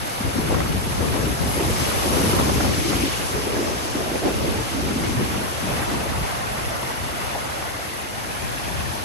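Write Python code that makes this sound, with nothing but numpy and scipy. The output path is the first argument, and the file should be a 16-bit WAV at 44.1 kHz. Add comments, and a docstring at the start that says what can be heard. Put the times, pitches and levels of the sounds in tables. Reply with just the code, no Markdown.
"""A wave breaks on a rock shelf, foams over it and drains back, with more surf roaring behind.
Shaped noise bands give the dense bubble clouds: roar of big air pockets, wash of small bubbles, foam hiss.
Decaying resonances add the fizz, drips and gurgles near by; rising tones the slaps of the backwash.
Gusts rumble, flutter, knock, pop and hoot on the two closely spaced ports of a hand-held microphone."""
import sys
import numpy as np
from scipy import signal
from scipy.fft import rfft, irfft, next_fast_len
from scipy.io import wavfile

SR = 44100
rng = np.random.default_rng(int(sys.argv[2]) if len(sys.argv) > 2 else 0)


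def transcribe(u):
    """Save the signal u as a 16-bit wav file named by the first command-line argument.

    u: samples, shape (n,) or (channels, n), limited to [-1, 1]; the rate is SR.
    q: integer samples, one column per channel.
    """
    v = np.clip(np.atleast_2d(u).T, -1, 1)
    q = np.round(v * 32767).astype(np.int16)
    wavfile.write(sys.argv[1], SR, q)


N = 398663
TIME = np.arange(N) / SR   # s
BINS = np.maximum(np.fft.rfftfreq(next_fast_len(N), 1 / SR), 1)   # Hz

# All event levels below are relative: scene() trims each kind of source as a whole.

# Breeze between gusts, its rumble: (time [s], level [dB])
BREEZE = [(0, -34), (.13, -40), (.7, -31.5), (2.5, -33.5), (3.3, -34), (3.9, -36), (5.0, -35), (6.1, -35),
          (6.9, -37.5), (7.3, -37.5), (7.9, -41.5), (8.3, -39), (9.04, -36.5)]
BREEZE_FLUTTER_DB, BREEZE_EDDY_HZ = -9.5, 291.2   # flutter level against the rumble; flutter pitch
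# Gusts: (start [s], length [s], thump level [dB], flutter level [dB], eddy pitch [Hz])
GUSTS = [(0.25, 0.029, -27, -28, 269.5), (0.356, 0.076, -30, -27.5, 230), (0.456, 0.14, -27, -27.5, 256.8),
         (0.606, .17, -28, -30, 205.5), (0.798, .15, -34, -33.5, 220.2), (0.98, 0.13, -29.5, -28.5, 259.4),
         (1.129, 0.058, -32, -25.5, 300.7), (1.219, 0.086, -30, -26, 295.2), (1.407, 0.077, -27, -31, 224),
         (1.567, 0.073, -36, -25, 357), (1.656, 0.07, -28, -29, 259.6), (1.783, 0.069, -32, -31, 239.6),
         (1.891, 0.13, -35, -32.5, 318.4), (2.059, 0.27, -29.5, -25, 268.3),
         (2.328, 0.23, -26.5, -26, 235.2), (2.575, 0.15, -27, -24.5, 270.4), (2.772, 0.032, -30, -30, 270),
         (2.852, 0.21, -33, -28.5, 255), (3.182, 0.05, -35, -33.5, 299.5), (3.33, 0.1, -32, -31.5, 339.2),
         (3.471, 0.19, -37.5, -28.5, 359.7), (3.671, 0.06, -47, -29.5, 330), (3.76, .16, -46, -34, 339.5),
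         (3.951, 0.067, -37, -30, 320.4), (4.052, 0.11, -43, -30, 391.2), (4.235, 0.065, -33, -22, 354.2),
         (4.34, .27, -30.5, -28, 305), (4.735, 0.036, -33, -29, 240), (4.8, 0.108, -32, -29.5, 225.6),
         (4.919, .22, -32, -28.5, 215), (5.169, 0.07, -27.5, -26, 235.3), (5.304, 0.13, -34.5, -31.5, 235),
         (5.627, 0.19, -31, -33, 214.5), (5.886, 0.13, -34, -30.5, 249.8), (6.069, 0.16, -32, -37, 240.2),
         (6.478, 0.21, -37, -43, 220), (6.828, .05, -42, -43, 220.6), (7.007, 0.039, -33.5, -46, 247),
         (8.426, 0.064, -35, -41, 209.2), (8.652, 0.29, -34.5, -45, 199.8)]
GUST_ATTACK_S, GUST_RELEASE_S = .014, .036
GUST_ARCH_DB = 2.0   # a gust is this much stronger in its middle than at its ends
# Spectrum of slow buffeting by large eddies: (frequency [Hz], density [dB per Hz])
BUFFETING_SPECTRUM = [(20, -30), (36, -16.5), (54, -1.5), (78, -1), (125, -3.5), (195, -9.5), (310, -22.5),
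                      (700, -38), (5000, -76)]
# Spectrum of fast flutter by small eddies: (frequency [Hz], density [dB per Hz])
FLUTTER_SPECTRUM = [(20, -24), (105, -17), (180, 0.5), (270, 1.5), (370, -1), (510, -5), (730, -17),
                    (1300, -21), (2500, -25.5), (8000, -63)]
# Port favoured by the veering wind: (time [s], left minus right level [dB])
WIND_SIDE = [(0, 3.5), (1.3, 3.3), (1.7, .3), (2.4, 1), (2.75, 2.5), (3.6, 0.8), (4.1, -.6), (4.6, 0.8),
             (5.1, 2), (6.5, 0.5), (8.5, 4.5)]
# Tones shed at the microphone's edge: (start [s], length [s], level [dB], pitch [Hz])
HOOTS = [(2.772, 0.036, -28, 315), (2.86, .19, -29, 310.7), (3.337, 0.22, -30, 410), (3.6, 0.092, -34, 370),
         (4.738, 0.059, -30.5, 292), (4.9, .36, -35.5, 255.2)]
# Sharp buffets of wind: (time [s], level at the height [dB], Gaussian half-length [s], low-pass corner [Hz])
BUFFETS = [(0.508, -20, 0.005, 1100), (0.525, -22, 0.008, 1200), (0.545, -18, 0.0046, 1700),
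           (0.573, -25, 0.013, 2200), (0.604, -16, 0.002, 2000), (0.617, -20.5, 0.005, 2800),
           (0.661, -26, 0.019, 1400), (1.041, -25, 0.022, 1300), (1.175, -26, 0.025, 1200),
           (1.423, -23, 0.015, 1100), (1.518, -23.5, 0.018, 1100), (2.165, -28, 0.02, 999.3),
           (2.26, -21, 0.005, 1700), (2.4, -20.5, 0.013, 1700), (2.497, -18.5, 0.012, 1501),
           (2.608, -17, 0.0072, 1700), (2.656, -19, 0.011, 1400), (2.935, -21.5, 0.016, 1798),
           (4.012, -23, 0.012, 850), (4.152, -21, 0.012, 850), (4.268, -18, 0.014, 849),
           (4.439, -24.5, 0.045, 800), (5.81, -29, 0.03, 1702), (7.626, -20.5, 0.0025, 1302),
           (8.3, -22, 0.0019, 750), (8.596, -24, 0.0021, 848), (8.683, -23, 0.0019, 903)]
# Single eddies striking the ports: (time [s], peak level [dB], pitch [Hz])
KNOCKS = [(0.21, -16, 235), (0.386, -13.5, 264), (1.0, -21, 73.4), (1.032, -20, 194.8), (1.274, -16, 306),
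          (1.612, -12, 344), (1.817, -18, 121), (2.184, -19, 346), (2.293, -14, 158.2), (2.655, -15, 234),
          (2.788, -11.5, 323), (3.039, -11.5, 327), (3.613, -15, 364), (3.955, -13.5, 311),
          (4.118, -15.5, 328.6), (4.259, -16, 299), (4.481, -16, 288), (4.964, -13.5, 252),
          (5.076, -18, 109.5), (5.096, -15, 286), (5.227, -16, 244), (5.64, -17.5, 201)]

# Backwash slapping into hollows of the rock: (time [s], peak level [dB], central pitch [Hz])
SLAPS = [(5.67, -20, 598), (5.8, -14, 890), (5.822, -19, 1545), (5.9, -20.5, 1300), (5.94, -19, 1000),
         (6.057, -12, 559), (6.13, -19, 1080), (6.72, -23, 673), (6.827, -16, 873), (6.9, -17, 882),
         (7.227, -20, 641), (7.35, -13.5, 675), (7.45, -21, 900), (7.787, -17, 662), (8.808, -16, 910)]
# Spectrum of the surf: (frequency [Hz], density [dB per Hz])
SURF_SPECTRUM = [(40, 0), (100, -15), (200, -0.5), (400, -0.5), (520, 0.5), (700, 1), (1100, -1.5),
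                 (1700, -5.5), (2350, -7.5), (2900, -7), (3900, -10.5), (4500, -11), (5200, -10),
                 (6100, -11.5), (7100, -14.5), (14000, -18)]
# Churning of the sea on the shelf, at every pitch: (time [s], level [dB])
SWELL = [(0, -0.5), (1.3, -1), (2.2, 0.5), (4.1, -1.2), (4.6, -0.5), (4.8, -0.9), (5.5, 0), (5.78, 1),
         (6.0, -0.7), (6.6, -0.5), (7.5, -1.5), (8.12, -3), (8.45, -1.5), (8.8, -1), (9.04, -1.5)]
# The breaking wave, which builds earlier the higher the pitch:
# (bubble pitch [Hz], level outside it [dB], lift [dB], rise [s], hold [s], fall [s])
BREAKER = [(1040, -3.5, 4, 0.3, 0.48, 0.16), (2160, -3, 2, 0.39, 0.65, 0.98), (4900, -5, 5, 0.72, 1, 0.43),
           (9202, -5, 5.5, 0.86, 0.29, 0.89)]
BREAKER_LANDS_S = 1.9
# Spray, settling foam and backwash lifting a band of bubbles:
# (start [s], length [s], edge [s], lift [dB], pitch [Hz], width [octaves])
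WASHES = [(1.472, 0.092, 0.027, 2.5, 11020, 0.48), (1.77, 0.11, 0.025, 1, 5800, 1),
          (1.92, .42, 0.058, 1.2, 3100, 0.41), (2.17, 0.13, 0.043, 2.5, 10600, 0.33),
          (2.1, 1.2, 0.094, 1.0, 5558, 0.57), (2.948, 0.39, .06, 1.5, 9500, 0.65),
          (3.024, .12, 0.037, 4, 2774, 0.33), (3.3, 0.61, .1, 2.5, 6076, 0.19),
          (3.154, 0.92, .1, 0.5, 1100, 0.99), (3.7, 1.41, 0.19, 1.9, 5200, 0.8),
          (4.4, 0.89, 0.099, 0.5, 2002, .6), (5.7, .22, 0.049, 1.3, 1800, .65),
          (5.87, 1.69, 0.18, 2.5, 1011, 0.7), (6.3, 2.5, .1, 2.2, 2000, 0.2), (7.2, 0.37, .06, 0, 1100, .9)]

# Echo off the rock underfoot as water covers and bares it: (time [s], delay [ms], strength [0-1])
ROCK_ECHO = [(0, 1.34, 0.12), (1.1, 1.4, 0), (1.6, 0.97, 0.08), (2.1, 0.93, 0), (3.6, 0.77, 0.03),
             (4.2, 1.14, 0), (5.1, 1.395, 0), (5.9, 1.488, 0.05), (6.8, 1.44, 0.1), (8.0, 1.44, 0.11),
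             (8.5, 1.2, .17)]
ROCK_ECHO_TOP_HZ = 3480   # the rough rock scatters what is higher
# Correlation of the sea at the two ports: (frequency [Hz], left-right likeness [-1 to 1])
LIKENESS = [(50, -0.81), (350, 0.29), (800, -0.33), (1400, -0.27), (2100, 0.2), (3100, -0.24), (4150, 0.35),
            (5300, -0.45), (6300, 0.52), (7100, -0.17), (8300, 0.63), (8700, 0.78), (9400, 0.51),
            (11000, 0.92)]
# Bands where both ports carry one and the same hiss: (frequency [Hz], width [Hz])
LOCKED_BANDS = [(10150, 550), (12000, 500), (12800, 600)]
# Balance of the ports for the sea: (frequency [Hz], left minus right level [dB])
PORT_BALANCE = [(100, -3.5), (650, 1), (1800, -1), (3000, 1.5), (4200, 2.5), (5500, 3.5), (6400, 2),
                (7000, 1), (7800, -1), (9000, 0.5)]
# Treble response of the microphone: (frequency [Hz], level [dB])
MICROPHONE = [(7500, 0), (8550, -2), (9100, 3.5), (10000, 6), (10750, 12), (11500, 4.5), (12200, 0),
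              (12900, -24.5)]
# Treble phase of the microphone: (frequency [Hz], lag of the right port [half turns])
PHASE_LAG = [(8700, 0), (9300, .5), (9750, .95), (10330, 1.02), (10750, 1.2), (11150, 1.52), (11780, 2)]
CUTOFF_HZ = 13100


def from_db(db):
    """Amplitude ratio: a level of 20 dB is a factor of ten."""
    return 10 ** (np.asarray(db) / 20)


def rms_one(x):
    """Normalization: scale to unit root-mean-square amplitude."""
    return x / np.sqrt(np.mean(x ** 2) + 1e-20)


def in_time(rows):
    """Linear interpolation: one curve in time per column of a table."""
    s, *columns = np.transpose(rows)
    return [np.interp(TIME, s, c) for c in columns]


def at_hz(points, hz):
    """Logarithmic pitch: read a spectrum on a log-frequency axis."""
    frequencies, levels = np.transpose(points)
    return np.interp(np.log(hz), np.log(frequencies), levels)


def filtered(x, response):
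    """Convolution theorem: apply a frequency response given on BINS."""
    size = next_fast_len(N)
    return irfft(rfft(x, size) * response, size)[..., :N]


def drift(rate):
    """Low-pass noise: smooth random wandering of spread 1, with its corner at the rate [Hz]."""
    step = 40   # samples between computed points
    r = np.exp(-2 * np.pi * rate * step / SR)
    noise = rng.standard_normal(N // step + 2002)
    slow = signal.lfilter([1], [1, -2 * r, r * r], noise)[2000:]   # drop the settling
    return np.interp(np.arange(N) / step, np.arange(len(slow)), rms_one(slow))


def envelope(start, length, attack, release):
    """Growth and decay: exponential rise to 1 at the start, hold for the length, Gaussian fall."""
    early, late = np.maximum(start - TIME, 0), np.maximum(TIME - start - length, 0)
    return np.exp(-early / attack - (late / release) ** 2)


def off_rock(sea):
    """Comb interference: direct sound plus a delayed reflection, a hollow colour that slowly shifts."""
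    delay_ms, strength = in_time(ROCK_ECHO)
    dull = filtered(sea, 1 / (1 + (BINS / ROCK_ECHO_TOP_HZ) ** 6))
    echo = np.array([np.interp(TIME - delay_ms / 1000, TIME, side) for side in dull])
    return sea + strength * echo


def ports(sea):
    """Spatial coherence: spaced ports hear a wide source alike in some bands, opposed in others."""
    free = np.prod([1 - np.exp(-((BINS - hz) / width) ** 4) for hz, width in LOCKED_BANDS], axis=0)
    alike = 1 - free * (1 - np.clip(at_hz(LIKENESS, BINS), -1, 1))
    mid = filtered(sea[0] + sea[1], np.sqrt(1 + alike) / 2)
    side = filtered(sea[0] - sea[1], np.sqrt(1 - alike) / 2)
    balance = from_db(at_hz(PORT_BALANCE, BINS) * np.array([[.5], [-.5]]))
    return filtered(np.array([mid + side, mid - side]), balance)


def airflow():
    """Addition of powers: gusts join the breeze and pull its eddies to their pitch.

    Returns thump gain, flutter gain and eddy pitch [Hz] in time."""
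    thump = from_db(in_time(BREEZE)[0]) ** 2
    flutter = thump * from_db(BREEZE_FLUTTER_DB) ** 2
    pitch = flutter * BREEZE_EDDY_HZ   # weighted by flutter power
    for start, length, thump_db, flutter_db, hz in GUSTS:
        progress = np.clip((TIME - start) / length, 0, 1)
        arch = from_db(GUST_ARCH_DB * (np.sin(np.pi * progress) - 2 / np.pi))   # mean of 0 dB
        power = (arch * envelope(start, length, GUST_ATTACK_S, GUST_RELEASE_S)) ** 2
        flutter_power = power * from_db(flutter_db) ** 2
        thump = thump + power * from_db(thump_db) ** 2
        flutter = flutter + flutter_power
        pitch = pitch + flutter_power * hz
    return np.sqrt(thump), np.sqrt(flutter), pitch / flutter


def eddies(spectrum, lumpy_db, lump_rate, alike, wander):
    """Turbulent pressure: lumpy noise, now in step at both ports and now opposed as the wind veers."""
    mid, side = [rng.standard_normal(N) * from_db(lumpy_db * drift(lump_rate)) for part in range(2)]
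    likeness = np.tanh(alike + wander * drift(21.4))
    mid, side = mid * np.sqrt(1 + likeness), side * np.sqrt(1 - likeness)
    return rms_one(filtered(np.array([mid + side, mid - side]), from_db(at_hz(spectrum, BINS))))


def wind(buffeting_db, flutter_db, usual_hz, glide):
    """Eddy size sets pitch: large eddies thump and small ones flutter above them."""
    thump, flutter, eddy_hz = airflow()
    slow = eddies(BUFFETING_SPECTRUM, lumpy_db=0.0, lump_rate=34, alike=-0.11, wander=0.45)
    fast = eddies(FLUTTER_SPECTRUM, lumpy_db=2.0, lump_rate=42, alike=0.37, wander=0.42)
    # the same turbulence sweeps past more or less quickly, which moves its whole colour
    speed = (eddy_hz / usual_hz) ** glide
    place = np.cumsum(speed) % (N - 1)
    fast = np.array([np.interp(place, np.arange(N), port) for port in fast])
    return from_db(buffeting_db) * thump * slow + from_db(flutter_db) * flutter * fast


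def hoots(level_db, width_hz, waver_db):
    """Periodic vortex shedding: a steady gust makes a narrow, hollow, wavering note."""
    out = np.zeros((2, N))
    for start, length, db, hz in HOOTS:
        resonance = 1 / (1 + (2 * (BINS - hz) / width_hz) ** 2)
        note = filtered(rng.standard_normal((3, N)), resonance)
        note = rms_one(note[0] + .5 * note[1:])   # mostly the same at both ports
        out += note * from_db(db + level_db) * envelope(start, length, GUST_ATTACK_S, GUST_RELEASE_S)
    return out * rms_one(from_db(waver_db * drift(25)))


def buffets(level_db, corner_hz, ragged_db):
    """Turbulent burst: a single hard eddy tears past as a short rough pop of band-limited noise."""
    out, age = np.zeros((2, N)), np.arange(-SR // 8, SR // 8) / SR
    body = signal.butter(1, [120, corner_hz], "band", fs=SR, output="sos")
    for s, db, length, reach_hz in BUFFETS:
        top = signal.butter(4, reach_hz, fs=SR, output="sos")
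        noise = rng.standard_normal((2, len(age)))
        air = rms_one(signal.sosfilt(np.vstack([body, top]), noise))
        start = int((s + age[0]) * SR)
        swell = from_db(db + level_db) * np.exp(-.5 * (age / length) ** 2)
        out[:, start:start + len(age)] += air * swell
    return out * rms_one(from_db(ragged_db * drift(136)))


def knocks(level_db, rise_cycles, fall_cycles, sag):
    """Vortex impact: a few pressure swings at the ports that sink in pitch as the eddy breaks up."""
    out, age = np.zeros(N), np.arange(-SR // 20, SR // 20) / SR
    for (s, db, hz), phase in zip(KNOCKS, rng.random(len(KNOCKS))):
        cycles, start = age * hz, int((s + age[0]) * SR)
        edge = np.where(age < 0, rise_cycles, fall_cycles)
        swell = from_db(db + level_db) * np.exp(-(cycles / edge) ** 2)
        swing = np.sin(2 * np.pi * (cycles * (1 - sag * cycles) + phase))
        out[start:start + len(age)] += swell * swing
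    return out


def slaps(level_db, ring_s, spread_s, rise, count=6):
    """Air-pocket resonance: each slap traps a few pockets, which ring briefly and rise in pitch."""
    out, age = np.zeros((2, N)), np.arange(SR // 10) / SR
    for s, db, hz in SLAPS:
        for delay, size, pan in rng.random((count, 3)):
            start = int((s + delay ** 2 * spread_s) * SR)
            pitch = hz * 2 ** ((size - .5) / 2)   # within a quarter octave
            pocket = np.sin(2 * np.pi * pitch * age * (1 + rise * age)) * np.exp(-age / ring_s)
            pocket = pocket[:max(N - start, 0)] * from_db(db + level_db)
            out[:, start:start + len(pocket)] += np.sqrt([[pan], [1 - pan]]) * pocket
    return out


def sea_levels():
    """Superposed level curves: swell plus breaking wave (dB) at each pitch of the breaker."""
    swell, = in_time(SWELL)
    return np.array([swell + calm + lift * envelope(BREAKER_LANDS_S, hold, rise, fall)
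                     for hz, calm, lift, rise, hold, fall in BREAKER])


def water():
    """Bubble size sets pitch: return the level in time (dB) at any pitch from swell, breaker and washes."""
    lifts = [db * envelope(start, length, edge, edge) for start, length, edge, db, hz, octaves in WASHES]
    levels = np.vstack([sea_levels(), lifts])
    pitches = np.log([row[0] for row in BREAKER])

    def level(hz):
        """Interpolation in pitch: blend the neighbours and add the washes that reach this one."""
        shares = [np.interp(np.log(hz), pitches, row) for row in np.eye(len(pitches))]
        reach = [np.exp(-(np.log2(hz / row[4]) / row[5]) ** 2) for row in WASHES]
        return np.array(shares + reach) @ levels
    return level


def bubbles(water_level, level_db, per_s, cycles, size_db, clump_db, low_hz, high_hz, count=28):
    """Damped resonance: near bubbles and drops ring down 60 dB in the given cycles and come in clumps."""
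    out = np.zeros((2, N))
    chance = per_s / count / SR * from_db(clump_db * drift(7))   # per sample at 2500 Hz
    for hz in np.geomspace(low_hz, high_hz, count):
        born = np.flatnonzero(rng.random(N) < chance * np.sqrt(hz / 2500))
        draws = rng.random((N // 100, 3))[:len(born)]
        born = born[:len(draws)]
        sizes = from_db(size_db * np.minimum(-np.log(draws[:, 0]), 4))
        port = (draws[:, 1] < .5).astype(int)
        clicks = np.zeros((2, N))
        clicks[port, born] = sizes * np.sign(draws[:, 2] - .5)
        clicks += 1e-18 * (np.arange(N) % 2)   # an inaudible trace
        r, w = np.exp(-np.log(1000) * hz / (cycles * SR)), 2 * np.pi * hz / SR
        rings = signal.lfilter([1, -1], [1, -2 * r * np.cos(w), r * r], clicks)
        gain = from_db(water_level(hz) + at_hz(SURF_SPECTRUM, hz)) * np.sqrt(hz / SR)
        out += rms_one(rings) * gain
    return from_db(level_db) * out


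def surf(water_level, level_db, surge_db, patchy_db, churn_rate):
    """Incoherent sum of dense bubble clouds: each size swells partly with the rest, partly alone."""
    out, surge = 0, drift(6)
    edges = np.geomspace(40, 15000, 22)   # Hz
    white = rng.standard_normal((2, 2, N))   # neighbouring bands use different noise
    for k, (low, high) in enumerate(zip(edges, edges[1:])):
        band_filter = signal.butter(2, [low, high], "band", fs=SR, output="sos")
        band = signal.sosfilt(band_filter, white[k % 2])
        hz = np.sqrt(low * high)
        lumpiness = min(1, (1000 / hz) ** 0.23)   # small bubbles are many and even out
        alone = lumpiness * patchy_db * drift(churn_rate)
        out = out + band * from_db(water_level(hz) + surge_db * surge + alone)
    return from_db(level_db) * filtered(out, from_db(at_hz(SURF_SPECTRUM, BINS)))


def scene():
    """Superposition: wind on the microphone, and the sea with fizz, drips and gurgles on the rock."""
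    air = wind(buffeting_db=2.5, flutter_db=0.5, usual_hz=266.3, glide=.8)
    air = air + knocks(level_db=-3.5, rise_cycles=1.0, fall_cycles=1.7, sag=.04)
    air = air + buffets(level_db=-3.5, corner_hz=900, ragged_db=4.2)
    air = air + hoots(level_db=-1.0, width_hz=86, waver_db=1.5)
    facing = from_db(in_time(WIND_SIDE)[0] * np.array([[.5], [-.5]]))

    hollows = slaps(level_db=-10.0, ring_s=0.006, spread_s=0.0122, rise=10.3)
    water_level = water()
    fizz = bubbles(water_level, level_db=-31.0, per_s=2500, cycles=11.6, size_db=0.0, clump_db=1.5,
                   low_hz=601.5, high_hz=11026)
    drips = bubbles(water_level, level_db=-32.5, per_s=400, cycles=100, size_db=1.5, clump_db=3.0,
                    low_hz=2200, high_hz=11250, count=22)
    gurgles = bubbles(water_level, level_db=-29.5, per_s=200, cycles=78, size_db=1.75, clump_db=1.09,
                      low_hz=561.8, high_hz=2890, count=22)
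    sea = surf(water_level, level_db=-14.5, surge_db=0.28, patchy_db=1.38, churn_rate=17.0)
    return ports(off_rock(sea + fizz + drips + gurgles + hollows)) + facing * air


def record(dry):
    """Port resonance: the treble peaks, the right port slips a full turn behind, and the top is cut."""
    lag = np.pi * np.interp(BINS, *np.transpose(PHASE_LAG))
    response = from_db(at_hz(MICROPHONE, BINS)) * np.exp(-1j * lag * np.array([[0], [1]]))
    low_pass = signal.ellip(10, .1, 90, CUTOFF_HZ, fs=SR, output="sos")
    return signal.sosfilt(low_pass, filtered(dry, response))


dry = scene()
out = record(dry)
transcribe(out)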